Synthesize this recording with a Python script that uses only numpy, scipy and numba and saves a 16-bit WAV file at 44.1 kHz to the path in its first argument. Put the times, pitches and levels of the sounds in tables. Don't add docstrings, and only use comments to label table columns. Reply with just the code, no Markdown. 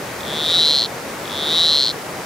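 import sys
import numpy as np
from scipy import signal
from scipy.fft import rfft, irfft
from scipy.io import wavfile
from scipy.ndimage import uniform_filter1d
from numba import njit

SR = 44100
rng = np.random.default_rng(int(sys.argv[2]) if len(sys.argv) > 2 else 0)


def undo_db(level):
    steps = np.asarray(level, float) / 20
    return 10 ** steps


def materialize(psi):
    bounded = np.clip(np.atleast_2d(psi).T, -1, 1)
    quanta = np.round(bounded * 32767).astype(np.int16)
    wavfile.write(sys.argv[1], SR, quanta)


N = 99225

# (frequency [Hz], density [dB per Hz])
WASH = [(22, -46), (115, -5), (300, -4), (520, -2), (950, -7), (2000, -10), (3050, -18), (15500, -26.5)]
# (time [s], level [dB])
SURGE = [(0, 0), (.2, 1), (.5, 3.5), (.62, 1.5), (.85, -1.9), (1.15, 0.5), (1.3, 1.1), (1.55, 3.5),
         (1.7, -0.9), (2, -1.2), (2.25, 0.8)]
# (frequency [Hz], share [1])
SURGE_SHARE = [(100, 0.99), (600, 0.58), (1800, 0.78), (4000, 0.66), (13000, .6)]
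# (frequency [Hz], likeness [0-1])
LIKENESS = [(30, 0.41), (100, 0.97), (300, 0.95), (700, 0.79), (1650, 0.54), (5000, 0.46), (12000, 0.022)]
# (frequency [Hz], left over right [dB])
BALANCE = [(60, 0.5), (150, 0.2), (380, 1.2), (950, 1.7), (2380, 1.2), (5980, -1.0), (15000, -0.78)]
# (frequency [Hz], lead [rad])
LEFT_LEAD = [(60, -0.22), (860, -0.15), (1640, -0.033), (3800, 0.012), (7400, 0.48)]
# (delay [s], left level [dB], right level [dB])
LEAF_ECHOES = [
    (.0021, -31.5, -31),
    (.0046, -20.5, -13),
    (.0073, -27, -30),
]
# (time [s], rate [snaps/s])
TRILL_RATES = [
    [(.2628, 101.4), (.2825, 128.7), (.3705, 159.6), (.4345, 148.8), (.5515, 177.9), (.6205, 157.4),
     (.7577, 143.2), (.8382, 101.8), (.8585, 191.3)],
    [(1.3086, 102.3), (1.3236, 102), (1.3865, 149.6), (1.4878, 148.7), (1.4906, 156.6), (1.5946, 171.6),
     (1.8224, 133.9), (1.8924, 101.1), (1.9109, 211.8)],
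]
LONE_SNAPS = [
    0.2075,
    0.2328,
    .2512,
    0.8615,
    1.255,
    1.2772,
    1.297,
    1.914,
]
# (time [s], snap strength [dB], sac pitch [Hz], sac damping [Hz])
EFFORT = [
    [(.2, -19, 3370, 430), (.3, -15, 3430, 396), (.45, -7.5, 3630, 315), (.56, -5.5, 3875, 216),
     (.7, -5.5, 4075, 230), (.82, -6, 4240, 268), (.847, -7.5, 4200, 330), (.866, -16.5, 4160, 500)],
    [(1.25, -17.5, 3370, 430), (1.35, -13, 3490, 390), (1.5, -7, 3720, 300), (1.6, -5.5, 3880, 217),
     (1.75, -5.5, 4120, 236), (1.88, -6, 4270, 300), (1.9, -7.5, 4130, 378), (1.916, -17.5, 4230, 500)],
]
# (rest pitch [Hz], share of sac's rise [1], width [Hz], level re sac [dB], left-right [dB])
BODY_RINGS = [
    (3686, -0.074, 1180, -9, 16.5),
    (3183, 0.14, 560, -14, -16),
    (4450, 0.067, 1400, -27, 7),
]

WASH_DB, PATCH_DB, FLICKER_DB = -28, 0.5, 0.29
HISS_HZ, HISS_DB = 5560, 2
FOREST_T60_S, FOREST_DB = .045, -17
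FROG_DB, SNAP_SPREAD_DB, BODY_SPREAD_DB = 4.5, .6, 1.3
SNAP_JITTER_S, SNAP_LEAD_S = 5e-5, .0002
REST_HZ, SAC_WAVER = 3500, 0.003
SAC_PAN_DB, SAC_LAG_S = 2.5, 1.8e-5
SKULL_HZ, SKULL_WIDTH_HZ, SKULL_DB = 5650, 350, -27
SOFT_HZ, SHARP_FROM_DB, SHARP_SPAN_DB = 5760, -11, 6
BODY_LOW_HZ, BODY_HIGH_HZ = 2900, 8900
OVER_HZ, OVER_FOLLOW, OVER_RISE_HZ, OVER_WIDTH_HZ = 9520, 3.1, 1400, 570
OVER_DB, OVER_PAN_DB, OVER_DB_SHARE = -32.5, -8, .5
EDGE_HZ = 15800


def evened(x):
    return x / np.sqrt(np.mean(x ** 2) + 1e-20)


def read(points, hz):
    f, value = np.transpose(points)
    return np.interp(np.log(hz + 1), np.log(f + 1), value)


def stream():
    frames, hz = N // 256 + 5, np.fft.rfftfreq(1024, 1 / SR)
    a, b, c, d, grain = rng.standard_normal((frames, 513, 5)).T
    flicker = evened(uniform_filter1d(grain, size=150, axis=0))
    patches = uniform_filter1d(grain, size=12, axis=0)
    patches = evened(uniform_filter1d(patches, size=14, axis=1))
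    surge = np.interp(np.arange(frames) * 256 / SR, *np.transpose(SURGE))

    likeness = np.clip(read(LIKENESS, hz), -1, 1)[:, None]
    left = a + 1j * b
    shared = likeness * left * np.exp(-1j * read(LEFT_LEAD, hz))[:, None]
    right = shared + np.sqrt(1 - likeness ** 2) * (c + 1j * d)
    balance = undo_db(read(BALANCE, hz) / 2)[:, None]
    spectra = np.array([left * balance, right / balance])

    hiss = HISS_DB * np.exp(-np.log((hz + 1) / HISS_HZ) ** 2 / 0.35)
    level_db = (read(WASH, hz) + hiss)[:, None]
    level_db = level_db + PATCH_DB * patches + FLICKER_DB * flicker
    level_db = level_db + read(SURGE_SHARE, hz)[:, None] * surge
    spectra *= undo_db(level_db)
    water = signal.istft(spectra, nperseg=1024, noverlap=768)[1][:, :N]
    return undo_db(WASH_DB) * evened(water)


def forest(x):
    length = SR // 4
    taps = np.zeros((2, length))
    at = np.arange(60, length - 20, 20) + rng.integers(0, 20, (2, (length - 61) // 20))
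    np.put_along_axis(taps, at, rng.choice([-1., 1.], at.shape), 1)
    taps *= undo_db(-60 * np.arange(length) / SR / FOREST_T60_S)
    taps *= undo_db(FOREST_DB) / np.linalg.norm(taps[0])
    taps[:, 0] = 1
    for delay_s, left_db, right_db in LEAF_ECHOES:
        taps[:, round(delay_s * SR)] += undo_db(np.array([left_db, right_db]))
    return signal.fftconvolve(x, taps, axes=1)[:, :N]


@njit
def smooth(x, r):
    y = np.zeros_like(x)
    for i in range(1, len(x)):
        y[i] = r[i] * y[i - 1] + (1 - r[i]) * x[i]
    return y


def resonate(x, hz, width):
    one = np.ones(N)
    turn = np.exp(2j * np.pi * np.cumsum(hz * one) / SR)
    memory = np.exp(-np.pi * width * one / SR)
    return 2 * (turn * smooth(x / turn, memory)).real


def ring(snaps, hz, width):
    return resonate(snaps, hz, width) * SR / (2 * np.pi * width)


def delayed(x, s):
    return irfft(rfft(x) * np.exp(-2j * np.pi * np.fft.rfftfreq(N, 1 / SR) * s), N)


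def panned(x, pan_db):
    return x * undo_db(np.array([[.5], [-.5]]) * pan_db)


def snap_times():
    times = [np.array(LONE_SNAPS)]
    for rows in TRILL_RATES:
        s, rate = np.transpose(rows)
        t = np.arange(s[0], s[-1] + .001, 1 / SR)
        turns = np.cumsum(np.interp(t, s, rate)) / SR
        times.append(np.interp(np.arange(int(turns[-1]) + 1), turns, t))
    return np.sort(np.concatenate(times))


def vocal_sac(snaps, hz, damping_hz):
    sac = ring(snaps, hz, damping_hz)
    return panned(np.array([sac, delayed(sac, SAC_LAG_S)]), SAC_PAN_DB)


def throat_and_body(snaps, rise):
    skull = resonate(ring(snaps, SKULL_HZ, SKULL_WIDTH_HZ), SKULL_HZ, 2 * SKULL_WIDTH_HZ)
    out = undo_db(SKULL_DB) * skull
    for rest_hz, share, width, level_db, pan_db in BODY_RINGS:
        out = out + panned(undo_db(level_db) * ring(snaps, rest_hz + share * rise, width), pan_db)
    return out


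def sac_overtone(snaps, rise):
    hz = OVER_HZ + OVER_RISE_HZ * np.tanh(OVER_FOLLOW * rise / OVER_RISE_HZ)
    over = resonate(ring(snaps ** OVER_DB_SHARE, hz, OVER_WIDTH_HZ), hz, 2 * OVER_WIDTH_HZ)
    return panned(undo_db(OVER_DB) * over, OVER_PAN_DB)


def frog():
    s, strength_db, pitch_hz, damping_hz = np.transpose(EFFORT[0] + EFFORT[1])
    clock = np.arange(N) / SR
    times = snap_times()
    jitter, spread, waver, body_spread = rng.standard_normal((4, len(times)))
    at = ((times - SNAP_LEAD_S + SNAP_JITTER_S * jitter) * SR).astype(int)
    snaps = np.zeros(N)
    snaps[at] = undo_db(np.interp(times, s, strength_db) + SNAP_SPREAD_DB * spread + FROG_DB)

    sac_hz = np.interp(clock, s, pitch_hz)
    rise = sac_hz - REST_HZ
    wavering_hz = sac_hz * (1 + SAC_WAVER * np.interp(np.arange(N), at, waver))
    body_snaps = snaps * undo_db(BODY_SPREAD_DB * np.interp(np.arange(N), at, body_spread))
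    sac = vocal_sac(snaps, wavering_hz, np.interp(clock, s, damping_hz))
    voice = sac - throat_and_body(body_snaps, rise)

    soft = signal.sosfilt(signal.butter(2, SOFT_HZ, fs=SR, output="sos"), voice)
    sharp = np.clip((np.interp(clock, s, strength_db) - SHARP_FROM_DB) / SHARP_SPAN_DB, 0, 1)
    voice = soft + sharp * (voice - soft)
    band = signal.butter(4, [BODY_LOW_HZ, BODY_HIGH_HZ], "band", fs=SR, output="sos")
    return signal.sosfilt(band, voice) + sac_overtone(snaps, rise)


def scene():
    return forest(frog()) + stream()


def band_limit(x):
    return signal.sosfilt(signal.butter(12, 15690, fs=SR, output="sos"), x)


def record(dry):
    edge = signal.firwin(511, EDGE_HZ, window=("kaiser", 9), fs=SR)[None]
    mix = signal.oaconvolve(dry, edge, "same")
    return band_limit(mix)


dry = scene()
out = record(dry)
materialize(out)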